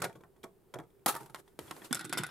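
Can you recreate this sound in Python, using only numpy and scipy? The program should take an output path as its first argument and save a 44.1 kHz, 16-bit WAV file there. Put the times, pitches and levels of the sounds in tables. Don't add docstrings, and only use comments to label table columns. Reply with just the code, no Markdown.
import sys
import numpy as np
from scipy import signal
from scipy.fft import rfft, irfft
from scipy.io import wavfile
from scipy.ndimage import uniform_filter1d

SR = 44100
rng = np.random.default_rng(int(sys.argv[2]) if len(sys.argv) > 2 else 0)


def invert_db(x):
    u = np.asarray(x, float) / 20
    return 10 ** u


def dump_mix(stems):
    frames = np.atleast_2d(stems).T
    limited = np.clip(frames, -1, 1)
    pcm = np.round(limited * 32767).astype(np.int16)
    wavfile.write(sys.argv[1], SR, pcm)


N = 101826
SIDE_DB = -11.5


def level(x, db):
    return x * invert_db(db) / np.sqrt(np.mean(x ** 2))


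def colour(x, points):
    hz, db = np.array(points).T
    size = x.shape[-1]
    f = np.maximum(np.arange(size // 2 + 1) * SR / size, 1)
    return irfft(rfft(x) * invert_db(np.interp(np.log(f), np.log(hz), db)), size)


def pair(size):
    mid, side = rng.standard_normal((2, size))
    return mid + invert_db(SIDE_DB + 6.0) * side * np.array([[1], [-1]])


def walk(rate_hz):
    k = int(SR / rate_hz)
    steps = np.repeat(rng.standard_normal(N // k + 1), k)
    return 0.59 * uniform_filter1d(steps, k)[:N]


def hum_band(pitch_hz, sharpness):
    return signal.lfilter(*signal.iirpeak(pitch_hz, sharpness, fs=SR), pair(N))


# pitch_hz [Hz], level_db [dB per Hz]
AIR_COLOUR = [(20, -5.5), (90, -3.5), (187, -3), (400, -14), (900, -17), (1900, -30.5), (6000, -35.5),
              (9000, -29.5), (16000, -28)]


def air():
    hum_hz, hum_width_hz = 387, 45
    hum = hum_band(hum_hz, hum_hz / hum_width_hz)
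    hiss = level(colour(pair(N), AIR_COLOUR), -68.5)
    return hiss * invert_db(0.5 * walk(21.0)) + level(hum, -68)


def room(x):
    t60_s, top_hz, echo_db = 0.22, 7000, -20
    t = np.arange(SR // 3) / SR
    echo = rng.standard_normal((2, len(t))) * invert_db(-60 * t / t60_s)
    echo = echo * (t > .004)
    echo = signal.lfilter(*signal.butter(1, top_hz, fs=SR), echo)
    echo = echo * invert_db(echo_db) / np.sqrt(np.sum(echo ** 2) / 2)
    return signal.fftconvolve(x.mean(0)[None], echo)[:, :N]


# start_s [s], level_db [dB]
DRAG_LEVELS = [(1.101, -63), (1.219, -59.5), (1.33, -75), (1.36, -65), (1.401, -56.5), (1.426, -88),
               (1.48, -71.5), (1.581, -82), (1.599, -59), (1.69, -59.5), (1.781, -55.5), (1.81, -62),
               (1.85, -53), (1.885, -64.5), (1.961, -59), (2.08, -73), (2.31, -66)]
# pitch_hz [Hz], level_db [dB per Hz]
DRAG_COLOUR = [(70, -22), (140, -8.5), (350, 0.5), (700, -9), (1430, -9.5), (2500, -18.5), (6000, -22),
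               (9500, -17), (13500, -19), (16000, -39)]


def slide():
    s, db = np.array(DRAG_LEVELS).T
    t = np.arange(N) / SR
    hands = np.interp(t, s, db, left=-120)
    drag = hands + 2.0 * walk(39.83) + 0.5 * walk(370)
    return level(colour(pair(N), DRAG_COLOUR), 2.0) * invert_db(drag)


def ring(modes, push, t, db):
    hz, mode_db, t60 = np.array(modes).T[:, :, None]
    uneven, detune, side, phase = rng.standard_normal((4, len(modes), 1))
    decay_db = mode_db + 4 * uneven - 60 * t / np.maximum(t60, .004)
    wave = invert_db(decay_db) * np.sin(2 * np.pi * hz * (1 + 0.01 * detune) * t)
    mid = (np.sign(0.6 + phase) * wave).sum(0)
    both = mid + invert_db(SIDE_DB) * (side * wave).sum(0) * np.array([[1], [-1]])
    both = signal.fftconvolve(both, push[None])[:, :len(t)]
    return both * invert_db(db) / np.sqrt(np.mean(both[:, :SR // 80] ** 2))


# start_s [s], level_db [dB], pitch_hz [Hz], t60_s [s]
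BUMPS = [(0.046, -47.5, 138, 0.35), (.443, -46, 380, 0.033), (.744, -51.5, 496, .16), (.76, -65, 130, 0.2),
         (0.79, -50, 409, 0.1), (1.143, -50, 855, 0.44), (1.590, -40.5, 460, 0.045),
         (1.599, -53, 293, 0.13), (1.603, -48.5, 88.5, 0.35), (1.908, -33, 197, 0.047),
         (2.051, -50.5, 325, 0.26), (2.186, -47.5, 162.6, 0.42)]


def thumps():
    out, t = np.zeros((2, N + SR // 4)), np.arange(SR // 4) / SR
    for s, db, hz, t60 in BUMPS:
        modes = [(hz * k, 0, t60) for k in (.75, .95, 1.1, 1.35)]
        push = t * np.exp(-t * hz * 8)
        i = int(s * SR)
        out[:, i:i + len(t)] += ring(modes, push, t, db)
    return out[:, :N]


# pitch_hz [Hz], level_db [dB], t60_s [s]
STEEL_LOW_NOTES = [(1439.4, 2, 0.083), (1486, 0, 0.069), (1997, -9.5, 0.036)]
STEEL_HIGH_NOTES = [(3563, -9.5, 0.049), (5245, -2.5, 0.023), (7900, 6, 0.006), (9350, -2.5, 0.01),
                    (10670, 5.5, 0.0072), (12000, -16, 0.006)]


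def steel_buzz():
    buzz = hum_band(STEEL_LOW_NOTES[0][0], 18)
    buzz = buzz + invert_db(-4) * hum_band(STEEL_HIGH_NOTES[0][0], 18)
    touching = np.arange(N) / SR > 1.92
    return level(buzz, -60.5) * invert_db(4.9 * walk(70)) * touching


def crowd(points, t60, count):
    hz, db = np.array(points).T
    place, life = rng.random((2, count))
    f = hz[0] * (hz[-1] / hz[0]) ** ((np.arange(count) + place) / count)
    mode_t60 = t60 * (1.05 + 0.57 * life) * (hz[0] * 2.38 / f) ** 0.67
    return np.array([f, np.interp(np.log(f), np.log(hz), db), mode_t60]).T


def contacts(rows, crack, body, t60, table, clear_notes=(), grain_db=0):
    crest_db, tail_db, tail_t60_s = -8, -19, 0.18
    out, t = np.zeros((2, N + SR // 5)), np.arange(SR // 5) / SR
    for s, crack_db, ring_db, thud_db, ms in rows:
        ms = max(ms, .5)
        hiss_db = crack_db + crest_db
        rise = 1 - np.exp(-t / (0.0015 * (ms / 3) ** 2))
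        clumps = np.repeat(rng.standard_normal(len(t) // 16 + 1), 16)[:len(t)]
        grit = rise * np.exp(-1000 * t / ms) * rng.standard_normal(len(t)) * invert_db(grain_db * clumps)
        grit[8] += invert_db(13) * min(3 / ms, 1) ** 2
        hiss = level(colour(pair(len(t)), crack), hiss_db)
        grain = uniform_filter1d(np.abs(grit), 32)
        tail = invert_db(tail_db - 60 * t / tail_t60_s) * rise
        hit = hiss * (grain / grain.max() + tail)
        strike = grit * np.exp(-1000 * t / (ms * 0.44))
        hit = hit + ring(crowd(body, t60, count=48), strike, t, ring_db)
        push = t * np.exp(-t / (0.0013 * 0.08 * ms))
        hit = hit + ring(crowd(table, 0.11, count=16), push, t, thud_db)
        for modes, on_crack, db in clear_notes:
            hit = hit + ring(modes, strike, t, db + (hiss_db if on_crack else ring_db))
        i = max(int(s * SR), 0)
        out[:, i:i + len(t)] += hit
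    return out[:, :N]


# start_s [s], crack_db [dB peak], sheet_ring_db [dB], table_thud_db [dB], contact_ms [ms]
SHEET_KNOCKS = [(0.0004, -47, -53.5, -42.5, 5.5), (0.0172, -38, -47, -38, 3.1),
                (0.0196, -21, -35.5, -43, 2.9), (0.03, -35, -42.5, -64, 8.3),
                (0.0415, -24.5, -36.5, -37, 3.9), (0.0505, -33.5, -37.5, -41.5, 4),
                (0.0964, -55, -51, -63, 2.6), (0.1274, -54.5, -68, -62, 2.3),
                (0.1522, -51.5, -55, -50, 8.7), (0.207, -60.5, -62.5, -56, 4.6),
                (0.2364, -59.5, -57, -57.5, 3.4), (0.3634, -67, -69.5, -91, 3.5),
                (0.4315, -44.5, -63.5, -67, 6.1), (0.4385, -41, -47.5, -46.5, 3.2),
                (0.7392, -38, -44, -49.5, 3.1), (0.757, -57, -46.5, -41.5, 3.9),
                (0.7872, -45, -46.5, -50.5, 1.75), (0.799, -52, -50.5, -47, 3),
                (0.8325, -65, -64, -57, 7.1), (0.9033, -65.5, -79, -65, 2.7), (0.993, -71, -84, -60, 4.5)]
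# pitch_hz [Hz], level_db [dB per Hz]
CRACK_COLOUR = [(1200, -1.5), (2200, -3.5), (4100, -1), (6000, -5.5), (8000, -2.5), (11000, -5),
                (14000, -10), (16500, -22.5)]
TICK_COLOUR = [(1200, -12), (2200, -6), (2900, -12), (3450, -3), (4200, -11.5), (7700, -7), (14000, -12),
               (16200, -34)]
# pitch_hz [Hz], level_db [dB]
FLAT_BODY = [(300, -15.5), (420, -2), (700, 6), (1000, 0.5), (1430, 4), (2400, 1.5)]
BENT_BODY = [(350, -7.5), (480, -8.5), (700, 0), (1000, -2), (1400, -3.5), (2200, -11), (2800, -43)]
TABLE_BODY = [(110, 2), (150, 6), (230, -11), (340, 5), (450, 9.5), (620, -28)]
# pitch_hz [Hz], level_db [dB], t60_s [s]
STIFF_NOTES = [(2320, -2, 0.037), (3326, -2.5, .04), (3660, -8, .02)]


def knocks():
    t60_s, flat_count = 0.089, 6
    flat = contacts(SHEET_KNOCKS[:flat_count], CRACK_COLOUR, FLAT_BODY, t60_s, TABLE_BODY, grain_db=3.5)
    bent = contacts(SHEET_KNOCKS[flat_count:], TICK_COLOUR, BENT_BODY, t60_s, TABLE_BODY,
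                    [(STIFF_NOTES, True, -8.5)], grain_db=6.5)
    return flat + bent


# start_s [s], crack_db [dB peak], half_ring_db [dB], table_thud_db [dB], contact_ms [ms]
HALF_LANDINGS = [
    (1.3456, -34, -43, -65, 2.75),
    (1.358, -41, -51.5, -55, 2.9),
    (1.478, -54, -65.5, -84, 3.4),
    (1.59, -31, -47, -49.5, 2.15),
    (1.6782, -57, -59, -50, 7.8),
    (1.7099, -30, -41.5, -45.5, 2.16),
    (1.7644, -45, -57, -58, 3.2),
    (1.818, -55, -53, -54, 3.7),
    (1.842, -38.5, -62, -58, 9.2),
    (1.9095, -43, -48, -41, 4.7),
]
# pitch_hz [Hz], level_db [dB]
HALF_BODY = [(600, -16), (950, -3), (1350, 0), (1650, -3), (1970, 2.5), (2600, -13), (3500, 2.5),
             (4200, -32)]


def landings():
    return contacts(HALF_LANDINGS, CRACK_COLOUR, HALF_BODY, 0.044, TABLE_BODY, grain_db=4.5)


# start_s [s], crack_db [dB peak], steel_ring_db [dB], table_thud_db [dB], contact_ms [ms]
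STEEL_HITS = [(1.9279, -17, -36, -48, 1.5), (1.9472, -22, -51, -69, 0.68), (1.9515, -26.5, -51, -63, 3.7),
              (1.96, -42.5, -51, -49, 5), (1.9692, -43, -48, -49, 3.6), (1.9929, -34, -46, -70, 2.7),
              (2.0, -46, -52, -55, 4.5), (2.0092, -37, -47, -49, 4.2), (2.0445, -40, -50, -46.5, 3.6),
              (2.0495, -32, -50, -46.5, 4.6), (2.0949, -37, -52, -44, 3.1), (2.1268, -28, -37.5, -51, 2.5),
              (2.132, -27.5, -44, -47.5, 3.1), (2.1389, -43, -47, -48, 2.9), (2.1505, -61, -49, -44, 2.2),
              (2.1732, -34, -39.5, -65, 1.5), (2.1772, -25, -48.5, -55, 3.9), (2.1812, -26, -46, -53, 2.6),
              (2.186, -28.5, -40, -39.5, 4.9), (2.193, -42.5, -55, -40.5, 3.2),
              (2.2036, -49, -52, -42.5, 2.9), (2.2085, -44, -50, -50, 3.5), (2.2255, -61, -54, -52, 3.5),
              (2.235, -30, -40, -51, 2.2), (2.2426, -44, -42, -79, 2.6), (2.266, -36.5, -52, -51, 2.85),
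              (2.2903, -56, -50, -64, 2)]
# pitch_hz [Hz], level_db [dB per Hz]
CLATTER_COLOUR = [(1200, -4), (2200, -3), (4100, -7), (5400, -6), (6500, -4.5), (10500, 0), (13500, -10.5),
                  (16000, -34.5)]
# pitch_hz [Hz], level_db [dB]
STEEL_BODY = [(700, -19.5), (1200, -14), (1460, 3), (1700, -11.5), (2050, -6.5), (2700, -11.5), (3600, -8),
              (5300, -8), (6500, -31)]
COVERED_TABLE = [(110, 1.5), (155, 3), (230, -7), (340, 8), (430, -8.5), (620, -9)]


def rattle():
    steel = [(STEEL_HIGH_NOTES, True, -7.5), (STEEL_LOW_NOTES, False, -3.5)]
    return contacts(STEEL_HITS, CLATTER_COLOUR, STEEL_BODY, 0.082, COVERED_TABLE, steel, grain_db=6)


# start_s [s], crack_db [dB peak], sheet_ring_db [dB], table_thud_db [dB], contact_ms [ms]
FRACTURES = [(1.0605, -13.5, -30, -40, 2.6), (1.0645, -14, -32.5, -63, 2), (1.069, -30, -47, -60, 12),
             (1.077, -22, -41, -57, 6.5), (1.0835, -17.5, -39, -65, 2.7), (1.0885, -21, -33.5, -53, 5.4),
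             (1.0945, -25, -35.5, -52, 6.3), (1.104, -31, -51, -51, 6.5), (1.1204, -35, -63, -80, 6.6),
             (1.1424, -37.5, -45, -81, 4.4), (1.1518, -29, -46, -52, 1.8), (1.1604, -35, -41, -70, 6.1),
             (1.2044, -45.5, -53.5, -47.5, 5), (1.2314, -47, -67, -62, 1.8), (1.2595, -46.5, -60, -62, 3.6),
             (1.297, -48, -58, -52.5, 4.7)]
# pitch_hz [Hz], level_db [dB per Hz]
TEAR_COLOUR = [(1200, -0.5), (2000, -8.5), (3600, -6.5), (6200, -10), (8500, -6), (11000, -3.5),
               (14000, -9), (16500, -18)]
# pitch_hz [Hz], level_db [dB]
SHEET_BODY = [(620, -20), (800, 7.5), (1050, 2.5), (1350, 6), (1700, -7), (2000, -2.5), (2800, -29.5)]


def snap():
    return contacts(FRACTURES, TEAR_COLOUR, SHEET_BODY, 0.054, TABLE_BODY, grain_db=0.0)


def scene():
    near = slide() + thumps() + steel_buzz() + knocks() + landings() + rattle() + snap()
    low_cut = signal.butter(2, 189, "high", fs=SR, output="sos")
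    near = signal.sosfilt(low_cut, near)
    return near + room(near) + air()


def roll_off(x):
    return signal.sosfilt(signal.butter(12, 16710, fs=SR, output="sos"), x)


def record(dry):
    tilt_db, top_hz = 1, 15640
    bass = signal.lfilter(*signal.butter(1, 500, fs=SR), dry)
    mix = dry + bass * (invert_db(np.array([[-tilt_db], [tilt_db]])) - 1)
    mix = signal.sosfilt(signal.butter(14, top_hz, fs=SR, output="sos"), mix)
    return roll_off(mix)


dry = scene()
out = record(dry)
dump_mix(out)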